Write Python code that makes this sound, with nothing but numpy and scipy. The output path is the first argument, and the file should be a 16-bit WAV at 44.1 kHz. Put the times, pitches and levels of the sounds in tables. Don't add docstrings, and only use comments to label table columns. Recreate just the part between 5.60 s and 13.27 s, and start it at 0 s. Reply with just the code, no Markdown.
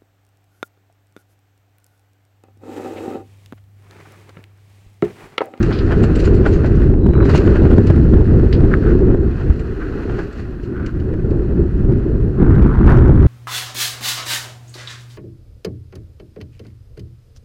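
import sys
import numpy as np
from scipy import signal
from scipy.fft import rfft, irfft, next_fast_len
from scipy.io import wavfile
from scipy.ndimage import uniform_filter1d, map_coordinates

SR = 44100
rng = np.random.default_rng(int(sys.argv[2]) if len(sys.argv) > 2 else 0)


def transcribe(u):
    v = np.clip(np.atleast_2d(u).T, -1, 1)
    q = np.round(v * 32767).astype(np.int16)
    wavfile.write(sys.argv[1], SR, q)


N = 338247
TIME = np.arange(N) / SR

# t/s, buffeting level/dB, boom level/dB
WIND = [(0.0, -11.5, -16.5), (0.22, -16, -23), (0.36, -9.5, -15.5), (1.6, -11, -17.5), (2.1, -8.5, -14),
        (2.8, -9, -18), (3.55, -12, -15), (3.72, -15, -25.5), (4.35, -23.5, -26), (4.55, -28.5, -26),
        (4.72, -24, -31.5), (5.3, -23.5, -28.5), (5.7, -15, -20), (6.72, -13, -22.5), (6.84, -6.5, -13.5),
        (7.15, -8.5, -26), (7.3, -7, -12.5), (7.67, -3, -18.5)]
# t/s, change in buffeting/dB, change in boom/dB
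GUSTS = [(.13, -4, 0.5), (.43, 2.5, 3), (.87, -3, -1), (1.179, 3.5, 0.5), (1.291, 1.5, -1),
         (1.75, 0.5, 0.5), (1.82, -7, -3.5), (2.07, 2.5, 2.5), (3.14, -0.5, 2), (4.531, 7.5, -1),
         (4.721, -7, -2), (4.81, 2.5, 1), (5.12, -3.5, 3), (5.38, 4, -1), (5.64, 3, -0.5),
         (5.86, -0.5, -0.5), (6.0, 3.5, 5), (6.14, 0, -3.5), (6.24, 4, 1.5), (6.33, 1, 1.5),
         (6.48, -5, -1.5), (6.6, -1, -3), (6.735, -6, -4), (7.06, 2.5, 5), (7.14, -6.5, -2.5),
         (7.3, 4, 1.5), (7.41, -1.5, -4.5), (7.54, -2.5, -1)]
# f/Hz, level/dB
BUFFET_COLOUR = [(12, -8), (22, -2), (35, -1), (58, 1), (130, -5), (260, -16), (1000, -57.5)]
BOOM_COLOUR = [(110, -17.5), (190, -4), (270, -2.5), (340, 1.5), (400, 0.5), (450, -7), (530, -15.5),
               (700, -27.5), (1000, -32.5), (2000, -57.5)]

def wind():
    buffet_db, boom_db = curves(WIND)
    gust_width_s = .036
    for s, buffet_change_db, boom_change_db in GUSTS:
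        bell = np.exp(-.5 * ((TIME - s) / gust_width_s) ** 2)
        buffet_db += buffet_change_db * bell
        boom_db += boom_change_db * bell
    swirl = 2 * np.tanh(.34 * wander(per_s=26))
    buffet = steady(colour(noise(), BUFFET_COLOUR), span_s=.051)
    hollow = colour(noise(), BOOM_COLOUR)
    boom = steady(drift(hollow, share=.035, per_s=5), span_s=.057)
    return buffet * undb(buffet_db - .5 + 3 * swirl) + boom * undb(boom_db - .03 + 3.5 * swirl)


# t/s, level/dB, f/Hz
JOLTS = [(.43, 0.5, 191.5), (1.296, -5.5, 66.4), (1.462, -0.5, 252), (1.742, 1.5, 150), (1.75, 1, 363),
         (2.052, -2.5, 238), (2.104, 4, 109.8), (2.129, -2, 258.5), (2.182, 2, 195), (2.302, 9.5, 123),
         (2.535, 1, 201), (3.547, -5.5, 361), (3.897, 2.5, 57.8), (5.637, -11, 67.6), (6.827, 2, 191.4),
         (7.061, 1.5, 227), (7.267, 0.5, 65.4)]

def jolts():
    out, t = np.zeros(N), TIME[:SR // 5]
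    for s, db, hz in JOLTS:
        age = t * hz / .3
        add(out, s, -undb(db) * age * np.exp(1 - age) * np.sin(2 * np.pi * hz * t))
    return out


# t/s, level/dB
TEARING = [(6.7, -61.5), (6.808, -34), (7.252, -30.5), (7.288, -19), (7.325, -24.5), (7.39, -28.5),
           (7.552, -35), (7.67, -32.5)]
# f/Hz, level/dB
RIP_COLOUR = [(400, -0.5), (1000, 6), (1400, 7), (1750, -0.5), (2200, -11), (3000, -20.5), (5000, -40),
              (12000, -50)]
THRUM_COLOUR = [(70, -14), (110, 5), (210, -3), (300, -9), (500, -36)]
SPIT_COLOUR = [(1200, 2), (4000, 1), (8000, -17.5), (15000, -21.5)]

def tearing(air):
    level_db, = curves(TEARING)
    push = .5 + np.abs(steady(air, span_s=.05))
    bursts = unit(push * undb(3 * wander(per_s=300)))
    rip = steady(colour(noise() * bursts, RIP_COLOUR), span_s=.03)
    thrum = steady(colour(noise(), THRUM_COLOUR), span_s=.14)
    spit = colour(grains(per_s=900, spread_db=1.5) * bursts, SPIT_COLOUR)
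    thrum_db = np.minimum(level_db + 14, -15)
    return rip * undb(level_db + 1) + spit * undb(level_db - 27) + thrum * undb(thrum_db)


# t/s, level/dB, time to fade by 60
# dB/s
KNOCKS = [(.116, -18.5, 0.075), (.322, -12.5, 0.12), (0.44, -15, 0.04), (0.676, -19.5, 0.06),
          (.862, -11.5, 0.11), (1.046, -18, 0.1), (1.219, -18.5, 0.019), (1.34, -26, 0.02),
          (1.466, -21.5, 0.0098), (1.536, -21.5, 0.06), (1.628, -21, 0.09), (1.655, -19.5, 0.066),
          (1.697, -17, 0.1), (1.748, -13, 0.1), (1.877, -15.5, 0.03), (1.959, -16.5, 0.11),
          (2.055, -21.5, 0.094), (2.11, -20.5, 0.06), (2.182, -16.5, 0.015), (2.302, -13.5, 0.054),
          (2.363, -18, 0.0085), (2.538, -15.5, 0.013), (2.797, -21, 0.02), (3.813, -26.5, 0.13),
          (4.497, -25, 0.08), (4.592, -22.5, 0.11), (5.54, -26.5, 0.045)]
# f/Hz, level/dB
FRAME_COLOUR = [(300, -5), (600, 10.5), (900, 1), (1500, 1.5), (1900, -4.5), (2300, -10), (2800, -8.5),
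                (3600, -21.5), (6000, -32.5), (12000, -61)]
# f/Hz, level against the knock/dB
FRAME_NOTES = [(820, -17.5), (1430, -14), (1580, -13.5)]

def knocks():
    push = pushes(KNOCKS)
    rattle = noise() * blows(KNOCKS, build_up=.1)
    out = colour(undb(4) * push + undb(-7.5) * rattle, FRAME_COLOUR)
    t = TIME[:SR // 5]
    for s, db, fade_s in KNOCKS:
        tuning = 1 + .04 * rng.standard_normal()
        ring = sum(undb(note_db) * np.sin(2 * np.pi * hz * tuning * t) for hz, note_db in FRAME_NOTES)
        add(out, s, undb(db) * ring * fade(t, fade_s))
    housing_hz = 386
    thud = np.sin(2 * np.pi * housing_hz * t) * fade(t, fade_s=.023)
    return out + undb(5.5) * signal.fftconvolve(push, thud)[:N]


# t/s, level/dB
GROUND = [(0.0, -32.5), (0.62, -34.5), (0.8, -37), (1.24, -35.5), (1.37, -45.5), (1.6, -42), (1.7, -31),
          (2.0, -34), (2.75, -38), (3.3, -36.5), (3.6, -43), (3.8, -37.5), (4.0, -40.5), (4.6, -36.5),
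          (5.0, -46.5), (6.3, -43.5), (6.75, -45)]
# t/s, level/dB, width/s
SCRUBS = [(.867, -23.5, 0.0038), (3.135, -30, .018), (3.28, -31, 0.029), (4.23, -38, 0.042),
          (4.37, -55, 0.014), (4.57, -42, 0.04), (5.21, -38, 0.06)]
# f/Hz, level/dB
CRUNCH_COLOUR = [(450, -4), (700, 2), (900, -6), (1150, -0.5), (1400, 4), (1650, 1), (1950, -3.5),
                 (2250, -15.5), (2550, -7.5), (2900, -21), (3400, -21.5), (5000, -33.5)]
SCRUB_COLOUR = [(900, -14.5), (1250, -5), (1500, 3), (1700, -6.5), (2100, -15.5)]

def tyres(ground_db, air):
    flutter = unit(1 + .5 * np.abs(steady(air, span_s=.36)))
    hits = grains(per_s=2500, spread_db=-2) + .5 * noise()
    crunch = steady(colour(hits, CRUNCH_COLOUR), span_s=.2)
    scrub = colour(grains(per_s=900, spread_db=-.5), SCRUB_COLOUR)
    judder = undb(2.5 * wander(per_s=100))
    crunch_db = ground_db - 1.5 + 1.66 * wander(per_s=55)
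    return crunch * flutter * undb(crunch_db) + scrub * swells(SCRUBS) * judder


# t/s, level/dB, f/Hz
STONES = [(0.857, -15, 1450), (0.865, -12, 1620), (1.554, -18, 1270), (1.566, -21, 1000),
          (1.579, -21, 1350), (1.591, -21, 1290), (1.604, -16.5, 1400), (1.61, -13.5, 1300),
          (1.628, -18.5, 1190), (2.928, -19, 1800), (3.140, -2.5, 1560)]
# f/Hz, level/dB
GRIT_COLOUR = [(1600, -14), (2300, 16), (3000, -2.5), (3800, -9.5), (5500, -31.5)]

def stones():
    out, t = np.zeros(N), TIME[:SR // 50] - .01
    pop_cycles, crack_width_s = 1.15, .0015
    for s, db, hz in STONES:
        cycles = t * hz
        shape = np.exp(-np.abs(cycles / pop_cycles) ** 1.4)
        add(out, s + t[0], undb(db) * shape * np.cos(2 * np.pi * cycles))
    cracks = swells([(s, db - 25.5, crack_width_s) for s, db, _ in STONES])
    return out + cracks * colour(noise(), GRIT_COLOUR)


# t/s, level/dB, time to fade by 60 dB/s, f/Hz
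CLACKS = [(0.028, -21, 0.04, 6000), (0.433, -26.5, 0.11, 7500), (0.557, -27.5, 0.1, 7640),
          (.6, -27, 0.13, 5900), (0.652, -26, 0.12, 7040), (0.747, -35.5, 0.15, 7500),
          (.87, -34.5, 0.16, 7600), (0.934, -32.5, 0.2, 6500), (1.06, -33, 0.098, 4300),
          (1.155, -39, 0.082, 5900), (1.657, -33.5, .12, 3770), (1.696, -23.5, .07, 4350),
          (1.713, -25.5, 0.041, 3800), (1.757, -18, 0.082, 6400), (1.777, -20, 0.042, 4500),
          (1.86, -35, 0.11, 7000), (1.967, -35, 0.053, 4300), (2.271, -27.5, 0.077, 4130),
          (2.927, -28.5, 0.038, 4400), (3.995, -38, .08, 7400), (4.593, -40, 0.29, 2600),
          (4.727, -40, 0.043, 7700), (4.79, -40, 0.23, 4400), (5.038, -43, 0.19, 4200),
          (5.263, -29.5, 0.044, 4250), (5.4, -41, 0.05, 2900), (5.707, -41, .06, 2900),
          (6.32, -42.5, 0.055, 5930)]

def clacks():
    clatter = grains(per_s=3300, spread_db=-4.5) * blows(CLACKS, build_up=.052)
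    out = steel(undb(-5) * pushes(CLACKS) + undb(-8) * clatter)
    t = TIME[:SR // 4]
    for s, db, fade_s, hz in CLACKS:
        shake = rng.standard_normal(len(t)) * fade(t, fade_s)
        add(out, s, undb(db - .5) * resonate(shake, hz, width_hz=220))
    return out


# f/Hz, level/dB
RATTLE_COLOUR = [(1200, 5), (2000, 10.5), (2800, 10), (3500, 0.5), (4500, 6), (5600, -3), (7000, -7),
                 (8800, -13.5), (12000, -31), (15000, -36)]
# f/Hz, width/Hz, level against the rattle/dB
STEEL_NOTES = [(2800, 130, -7), (3930, 45, -1.5), (4270, 83, -1.5), (5850, 47, 4), (6560, 50, 1),
               (6960, 44, 4.5), (7400, 120, 1.5)]

def steel(force):
    rattle = colour(force, RATTLE_COLOUR)
    return rattle + sum(undb(db) * resonate(rattle, hz, width) for hz, width, db in STEEL_NOTES)


ROUGH_GROUND_DB = -32.5

def chain(ground_db):
    looseness = 1 / np.sqrt(1 + undb(-2 * (ground_db - ROUGH_GROUND_DB)))
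    swinging = sum(undb(db - 24.5) * fade(np.abs(TIME - s), fade_s=.3) * (TIME > s)
                   for s, db, *_ in CLACKS)
    shake = np.hypot(looseness * undb(ground_db - 14.5), swinging)
    hits = grains(per_s=1300, spread_db=3) + .5 * noise()
    chatter = steady(steel(hits), span_s=.032)
    return shake * chatter * undb(2.5 * wander(per_s=64))


# t/s, level/dB, time to fade by 60 dB/s
ZINGS = [(.127, -27, 0.28), (.187, -25.5, 0.065), (2.927, -23, 0.12)]

def zings():
    hiss = noise() * blows(ZINGS, build_up=.0033)
    bright = [(2500, -1.5), (3600, -5), (4400, -3.5), (5000, -4.5), (5400, -15.5), (8000, -37)]
    return undb(-7.5) * colour(hiss, bright)


# t/s, level/dB
SINGING = [(1.401, -70), (1.43, -59), (1.455, -51), (1.49, -62.5), (1.535, -52), (1.585, -50), (1.61, -55),
           (1.63, -45), (1.7, -67)]

def brake():
    notes_hz, rise_hz_per_s = (3915, 3820), 310
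    level_db, = curves(SINGING)
    start, end = SINGING[0][0], SINGING[-1][0]
    rise = rise_hz_per_s * (TIME - start)
    pitches = [(hz + rise) * (1 + .0032 * wander(per_s=200)) for hz in notes_hz]
    note, twin = (np.sin(2 * np.pi * np.cumsum(hz) / SR) for hz in pitches)
    roughness = 1 + .3 * wander(per_s=100)
    dragging = (TIME > start) & (TIME < end)
    return (note + undb(-5) * twin) * roughness * undb(level_db) * dragging


# f/Hz, level/dB
WHIRR_COLOUR = [(2300, -9.5), (2850, 8), (3200, -1.5), (3700, -6), (4100, 2.5), (4330, 3.5), (4650, -3),
                (5500, -5.5), (7700, -13), (9000, -19), (15000, -28)]

def hubs(ground_db):
    whirr = colour(grains(per_s=1100, spread_db=2.5) + 1.11 * noise(), WHIRR_COLOUR)
    return whirr * undb(-56 + .87 * (ground_db - ROUGH_GROUND_DB))


def undb(db):
    return 10 ** (np.asarray(db) / 20)


def unit(x):
    return x / np.sqrt(np.mean(x ** 2))


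def curves(table):
    s, *columns = np.transpose(table)
    return [np.interp(TIME, s, c) for c in columns]


def colour(x, points):
    hz, db = np.transpose(points)
    size = next_fast_len(N + SR // 10)
    f = np.maximum(np.fft.rfftfreq(size, 1 / SR), 1)
    octaves_outside = np.abs(np.log2(f / np.clip(f, hz[0], hz[-1])))
    gain = unit(undb(np.interp(np.log(f), np.log(hz), db) - 20 * octaves_outside))
    cepstrum = irfft(np.log(gain), size)
    cepstrum[1:size // 2] *= 2
    cepstrum[size // 2:] = 0
    return irfft(rfft(x, size) * np.exp(rfft(cepstrum)), size)[:N]


def resonate(x, hz, width_hz):
    return signal.lfilter(*signal.iirpeak(hz, hz / width_hz, fs=SR), x)


def noise():
    return rng.standard_normal(N)


def wander(per_s):
    steps = rng.standard_normal(4096)
    return unit(np.interp(TIME * per_s, np.arange(len(steps)), steps))


def drift(x, share, per_s):
    position = np.cumsum(1 + share * wander(per_s))
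    return map_coordinates(x, [position], order=3, mode="mirror")


def grains(per_s, spread_db):
    strength = np.minimum(rng.exponential(size=N), 4)
    hits = rng.random(N) < per_s / SR
    return unit(hits * np.sign(noise()) * undb(spread_db * strength))


def steady(x, span_s):
    size = int(span_s * SR)
    power = uniform_filter1d(uniform_filter1d(x ** 2, size), size)
    return x / np.sqrt(power + 1e-9)


def add(out, s, sound):
    i = int(s * SR)
    sound = sound[max(-i, 0):N - i]
    out[max(i, 0):max(i, 0) + len(sound)] += sound


def fade(t, fade_s):
    return undb(-60 * t / fade_s)


def pushes(table):
    out = np.zeros(N)
    for s, db, *_ in table:
        out[int(s * SR)] = undb(db)
    return out


def blows(table, build_up):
    out, t = np.zeros(N), TIME[:SR // 2] - .1
    for s, db, fade_s, *_ in table:
        rise_share = build_up * fade_s / .015
        add(out, s + t[0], undb(db) * fade(np.maximum(t, -t / rise_share), fade_s))
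    return out


def swells(table):
    out, t = np.zeros(N), TIME[:SR // 2] - .25
    for s, db, width_s in table:
        add(out, s + t[0], undb(db) * np.exp(-.5 * (t / width_s) ** 2))
    return out


def scene():
    air = wind() + jolts()
    ground_db, = curves(GROUND)
    rushing = air + tearing(air)
    rolling = tyres(ground_db, air) + chain(ground_db) + hubs(ground_db)
    return (rushing + rolling + knocks() + clacks() + zings() + stones() + brake())[None]


# t/s, level/dB
SNAPS = [(.439, -25), (1.468, -28), (1.749, -20.5), (1.75, -19), (2.116, -24), (2.133, -22.5), (2.184, -22),
         (2.31, -25.5), (2.364, -27.5), (2.539, -26), (6.833, -34), (6.916, -32.5), (6.956, -27.5),
         (7.071, -31.5), (7.247, -29), (7.265, -22.5), (7.3, -21), (7.306, -23.5), (7.321, -27),
         (7.345, -27), (7.374, -21.5), (7.481, -25), (7.626, -27)]
# f/Hz, level/dB
SNAP_COLOUR = [(600, 14.5), (1500, 8), (2500, -6), (4000, -11.5), (8000, -21.5), (15000, -31)]

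def snaps():
    shape = swells([(s, db, .0006) for s, db in SNAPS])
    return colour(steady(noise(), span_s=.001) * shape, SNAP_COLOUR)


def record(dry):
    ceiling, hardness, hiss_db, top_hz = .92, 9, -70.5, 15100
    driven = dry[0] * undb(.12)
    flattened = driven / (1 + np.abs(driven / ceiling) ** hardness) ** (1 / hardness)
    overload = np.tanh(3 * np.abs(driven - flattened))
    sputter = noise() + .5 * grains(per_s=980, spread_db=5.5)
    dull = [(500, 10.5), (1400, 5.5), (2500, -6), (5000, -19), (15000, -38.5)]
    crackle = undb(-29) * colour(overload * sputter, dull)
    heard = flattened + crackle + snaps() + undb(hiss_db) * noise()
    end_fades = np.clip(np.minimum(TIME, TIME[-1] - TIME) / .004, 0, 1)
    treble_cut = signal.ellip(8, .2, 70, top_hz, fs=SR, output="sos")
    return signal.sosfilt(treble_cut, heard * end_fades)[None]


dry = scene()
out = record(dry)
transcribe(out)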